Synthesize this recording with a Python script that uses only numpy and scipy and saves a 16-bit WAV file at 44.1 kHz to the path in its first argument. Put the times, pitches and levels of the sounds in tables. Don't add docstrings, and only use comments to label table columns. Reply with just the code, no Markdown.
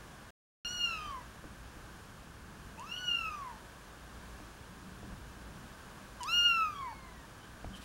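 import sys
import numpy as np
from scipy import signal
from scipy.fft import rfft, irfft, next_fast_len
from scipy.io import wavfile
from scipy.ndimage import uniform_filter1d, map_coordinates

SR = 44100
rng = np.random.default_rng(int(sys.argv[2]) if len(sys.argv) > 2 else 0)


def put_to_file(sound):
    columns = np.atleast_2d(sound).T
    safe = np.clip(columns, -1, 1)
    whole_steps = np.round(safe * 32767)
    wavfile.write(sys.argv[1], SR, whole_steps.astype(np.int16))


N = 345744
TIME = np.arange(N) / SR

# time in seconds, pitch in Hz, level of the fundamental in dB.
FIRST_ARCH = [(0.648, 1416, -48), (0.722, 1453, -50), (0.825, 1424, -48.5), (0.91, 1351, -45.5),
              (0.971, 1264, -44.5), (1.07, 1194, -43.5), (1.18, 1002, -43.5), (1.215, 950, -53)]
SECOND_ARCH = [(2.775, 828, -55), (2.81, 986, -45), (2.87, 1295, -53), (2.94, 1447, -58), (3.02, 1478, -45),
               (3.155, 1386, -49), (3.215, 1332, -41), (3.38, 1170, -45), (3.459, 1029, -43),
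               (3.58, 816, -61)]
THIRD_ARCH = [(6.205, 1037, -42), (6.235, 930, -44.5), (6.29, 1317, -38.5), (6.346, 1428, -41),
              (6.415, 1408, -37.5), (6.447, 1430, -35.5), (6.479, 1408, -34.5), (6.625, 1299, -29.5),
              (6.74, 1165, -47.5), (6.85, 1047, -40), (6.934, 830, -48)]
# the octave's climax and swell time in seconds, octave level and
# upper-partial level in dB, fade start in seconds, fade in dB per second, mouth tilt in dB per octave,
# top sheen in dB, reverb on the overtones and on the fundamental in dB.
MEW_COLOURS = [(0.812, 0.017, -31, -41, 0.73, 28, -5, -8, -3, -9),
               (3.069, 0.018, -30.5, -51.5, 3.3, 10, 3, 0.5, 0, -8.5),
               (6.41, 0.18, -25.5, -39, 6.33, 30, -3, 0.5, -12, -12)]
# frequency in Hz, gain in dB.
OCTAVE_RESONANCE = [(1750, -36.5), (2050, -30), (2320, -40), (2540, -16.5), (2700, -9), (2835, 0),
                    (2935, -6)]
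# frequency in Hz, gain in dB.
THROAT_EQ = [(2900, 2), (3500, -11), (4300, -4), (4750, -4.5), (5250, -4.5), (5700, -2.5), (7100, -16.5),
             (8500, -24), (10000, -28.5), (11400, -23), (12900, -21), (14300, -30), (15700, -32)]
# start in seconds, dry peak in dB.
MOUTH_CLICKS = [(2.796, -35.5), (6.212, -39), (6.2272, -50), (6.2329, -24), (6.2385, -28.5)]
# frequency in Hz, relative level in dB, 60 dB decay time in seconds.
MOUTH_MODES = [(3570, -8, .004), (5130, 9.5, 0.0015), (6850, 14, 0.0017), (8200, 1, 0.0034),
               (9250, -9, .003), (12500, -17, .002)]
# start in seconds, thud gain in dB, knock peak in dB.
FLOOR_BUMPS = [(1.06, -47, -53), (1.441, -46, -39), (1.758, -46.5, -49), (4.401, -49, -42),
               (5.031, -48.5, -38.5), (5.121, -46, -43), (7.645, -39, -32.5)]
# frequency in Hz, relative level in dB, 60 dB decay time in seconds.
BOARD_MODES = [(43.8, 0.5, 0.25), (70.5, -1, 0.15), (115, -7.5, 0.24), (166, -3.5, 0.091),
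               (297.5, 0.5, 0.11)]
KNOCK_MODES = [(300, -8, 0.04), (520, -1, 0.013), (686, -1, 0.011), (1220, -3.5, 0.01), (2370, -12, .01)]
# centre in seconds, length in seconds, level in dB.
RUG_RUBS = [(1.05, 0.33, -64.5), (4.83, 0.42, -54), (5.08, 0.18, -51), (5.6, 0.28, -58),
            (7.76, 0.17, -52.5)]
LIGHT_RUSTLES = [(7.768, 0.048, -57), (7.83, 0.059, -56.5)]
# frequency in Hz, relative level in dB.
RUB_SPECTRUM = [(60, -27), (140, -15), (185, 4), (250, -11.5), (400, -24), (1500, -72)]
RUSTLE_SPECTRUM = [(800, -9), (3300, 5.5), (6000, -3), (9500, -3), (15000, -16)]
# centre in seconds, length in seconds, pitch in Hz, level in dB.
TINY_SQUEAKS = [(1.054, 0.25, 3100, -58.5), (2.966, 0.014, 3080, -49), (6.774, 0.11, 3290, -60),
                (7.427, 0.12, 3080, -65.5), (7.743, 0.049, 3080, -53.5)]
# frequency in Hz, relative level in dB.
RUMBLE_SPECTRUM = [(15, -26), (33, -6), (48, -4.5), (58, 5), (70, -6), (95, -6), (140, -6.5), (200, -10),
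                   (260, -12.5), (400, -21.5), (900, -49), (3000, -74)]
AIR_SPECTRUM = [(100, -1.5), (350, 1), (850, 0), (1120, 3), (1380, -0.5), (1560, 3.5), (1760, -0.5),
                (1920, -7), (3100, -8), (4000, -11.5), (7200, -13.5), (7900, -17), (9200, -14.5),
                (15700, -26)]
# frequency in Hz, level in dB.
HUM_TONES = [(58, -67), (196, -67.5), (15734, -82)]

OPEN_HZ, OPEN_WIDTH_HZ = 1216, 85
SHUT_DB, TOP_LEAK = -20, 0.34
JITTER, RASP_DB = 0.0036, -36
HELD_BACK_DB = -8
CHIRP_DB, CHIRP_S = -55.5, .04
DROPOUT_START_S, DROPOUT_END_S = 0.305, 0.648
TOP_HZ = 15800


def kitten():
    arches = (FIRST_ARCH, SECOND_ARCH, THIRD_ARCH)
    return sum(mew(arch, *colour) for arch, colour in zip(arches, MEW_COLOURS))


def mew(arch, climax_s, swell_s, octave_db, upper_db, fade_s, fade_db_per_s,
        tilt_db, sheen_db, wet_db, base_wet_db):
    t, pitch, base_db = curves(arch)
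    n = len(t)
    pitch = uniform_filter1d(pitch, size=700, mode="nearest")
    shut = .5 - .5 * np.tanh((pitch - OPEN_HZ) / (2 * OPEN_WIDTH_HZ))
    held_back = np.clip((climax_s - t) / swell_s, 0, 1)
    second_db = octave_db + along(OCTAVE_RESONANCE, 2 * pitch) + HELD_BACK_DB * held_back
    faded_db = SHUT_DB * shut - fade_db_per_s * np.maximum(t - fade_s, 0)
    chirp = amp(CHIRP_DB) * shut * np.exp(-((t - t[0]) / CHIRP_S) ** 2)
    slack = (pitch.max() / pitch) ** 2
    dull_db = -12 * np.clip(slack - 1.45, 0, 1)
    pitch = pitch * (1 + JITTER * slack * wobble(109.3, n))
    phase = 2 * np.pi * np.cumsum(pitch) / SR
    fundamental = amp(base_db) * np.sin(phase)
    overtones = amp(second_db + 1.2 * wobble(43.1, n)) * np.sin(2 * phase)
    overtones += chirp * np.sin(3 * phase)
    for k in range(3, 15):
        hz = k * pitch
        top = np.clip(hz / 7000 - 1, 0, 1)
        bright_db = tilt_db * np.log2(np.minimum(hz, 6000) / 5000)
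        colour_db = along(THROAT_EQ, hz) + bright_db + sheen_db * top
        db = upper_db + colour_db + faded_db * (1 - TOP_LEAK * top) + dull_db
        overtones += amp(db + 1.9 * wobble(36.8, n)) * np.sin(k * phase) * (hz < TOP_HZ)
    shimmer = 1 + amp(RASP_DB) * slack * wobble(700, n)
    gain = np.sqrt(2) * shimmer * signal.windows.tukey(n, .004)
    track = np.zeros(N)
    add(track, t[0], in_room(gain * fundamental, base_wet_db, t60=0.49))
    add(track, t[0], in_room(gain * overtones, wet_db, t60=0.32))
    return track


def mouth_clicks():
    track, t = np.zeros(N), np.arange(SR // 50) / SR
    for s, db in MOUTH_CLICKS:
        tick = ring(MOUTH_MODES, t, attack_s=0.00017)
        add(track, s, in_room(amp(db) * tick / np.abs(tick).max(), wet_db=-12, t60=0.1))
    return track


def bumps(thud_lag_s=0.00532):
    track, t = np.zeros(N), np.arange(SR // 3) / SR
    for s, thud_db, knock_db in FLOOR_BUMPS:
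        knock = ring(KNOCK_MODES, t, attack_s=0.00076)
        thud = ring(BOARD_MODES, t, attack_s=0.0037)
        add(track, s, amp(knock_db) * knock / np.abs(knock).max())
        add(track, s + thud_lag_s, amp(thud_db) * thud)
    return track


def cloth_friction(strokes, spectrum):
    track = np.zeros(N)
    for centre, length, db in strokes:
        n = round(length * SR)
        add(track, centre - length / 2, amp(db) * signal.windows.tukey(n, .7) * noise(spectrum, n))
    return track


def far_mew(start_s=6.76, hold_s=.16, length_s=0.52, pitch_hz=1126, sag_hz_per_s=680, fade_db_per_s=17):
    n = round(length_s * SR)
    sagging_s = np.maximum(np.arange(n) / SR - hold_s, 0)
    pitch = (pitch_hz - sag_hz_per_s * sagging_s) * (1 + 0.006 * wobble(79.5, n))
    phase = 2 * np.pi * np.cumsum(pitch) / SR
    voice = amp(-1.5) * (np.sin(phase) + np.sin(2 * phase)) + amp(-12) * np.sin(4 * phase)
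    gain = amp(-55.5 - fade_db_per_s * sagging_s) * signal.windows.tukey(n, .15)
    track = np.zeros(N)
    add(track, start_s, in_room(gain * voice, wet_db=-1.5, t60=0.22))
    return track


def squeaks():
    track = np.zeros(N)
    for centre, length, hz, db in TINY_SQUEAKS:
        n = round(length * SR)
        pitch = hz * (1 + .025 * wobble(700, n))
        whistle = np.hanning(n) * np.sin(2 * np.pi * np.cumsum(pitch) / SR)
        add(track, centre - length / 2, in_room(amp(db) * unit(whistle), wet_db=5, t60=0.16))
    return track


def room_tone():
    rumble = amp(-54 + 1.2 * wobble(2.6, N)) * noise(RUMBLE_SPECTRUM, N)
    air = amp(-54 + 0.72 * wobble(3.0, N)) * noise(AIR_SPECTRUM, N)
    hum = np.zeros(N)
    for hz, db in HUM_TONES:
        gain = np.sqrt(2) * amp(db + 1.4 * wobble(1.5, N))
        hum += gain * np.sin(2 * np.pi * hz * TIME + 1.1 * wobble(5.4, N))
    early = TIME < DROPOUT_END_S
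    return (rumble + hum) * amp(-2.5 * early) + air * amp(-.4 * early)


def in_room(x, wet_db, t60):
    t = np.arange(SR // 2) / SR
    tail = rng.standard_normal(len(t)) * amp(-60 * t / t60) * (t > .003)
    response = amp(wet_db) * tail / np.linalg.norm(tail)
    response[0] = 1
    return signal.fftconvolve(x, response / np.linalg.norm(response))


def ring(modes, t, attack_s):
    ringing = sum(amp(db + rng.normal(0, 3.2) - 60 * t / t60) * np.sin(2 * np.pi * hz * t)
                  for hz, db, t60 in modes)
    return ringing * (1 - np.exp(-t / attack_s))


def noise(spectrum, size):
    m = next_fast_len(size + 8192)
    colour = amp(along(spectrum, np.fft.rfftfreq(m, 1 / SR)))
    return unit(irfft(rfft(rng.standard_normal(m)) * colour, m)[:size])


def wobble(rate, size):
    knots = rng.standard_normal(int(size * rate / SR) + 4)
    return map_coordinates(knots, [np.arange(size) * rate / SR])


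def curves(rows):
    s, *columns = np.transpose(rows)
    t = np.arange(round(s[0] * SR), round(s[-1] * SR)) / SR
    return [t] + [np.interp(t, s, column) for column in columns]


def along(points, hz):
    freqs, db = np.transpose(points)
    return np.interp(np.log(hz + 1), np.log(freqs), db)


def amp(db):
    return 10 ** (np.asarray(db) / 20)


def unit(x):
    return x / np.sqrt(np.mean(x ** 2) + 1e-20)


def add(track, s, sound):
    start = round(s * SR)
    track[start:start + len(sound)] += sound[:N - start]


def scene():
    movement = bumps() + cloth_friction(RUG_RUBS, RUB_SPECTRUM)
    movement += cloth_friction(LIGHT_RUSTLES, RUSTLE_SPECTRUM)
    return (kitten() + mouth_clicks() + far_mew() + squeaks() + movement + room_tone())[None]


def record(dry):
    audible = (TIME < DROPOUT_START_S) | (TIME >= DROPOUT_END_S)
    m = next_fast_len(N + 8192)
    passband = np.fft.rfftfreq(m, 1 / SR) < TOP_HZ
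    return irfft(rfft(dry * audible, m) * passband, m)[..., :N]


dry = scene()
out = record(dry)
put_to_file(out)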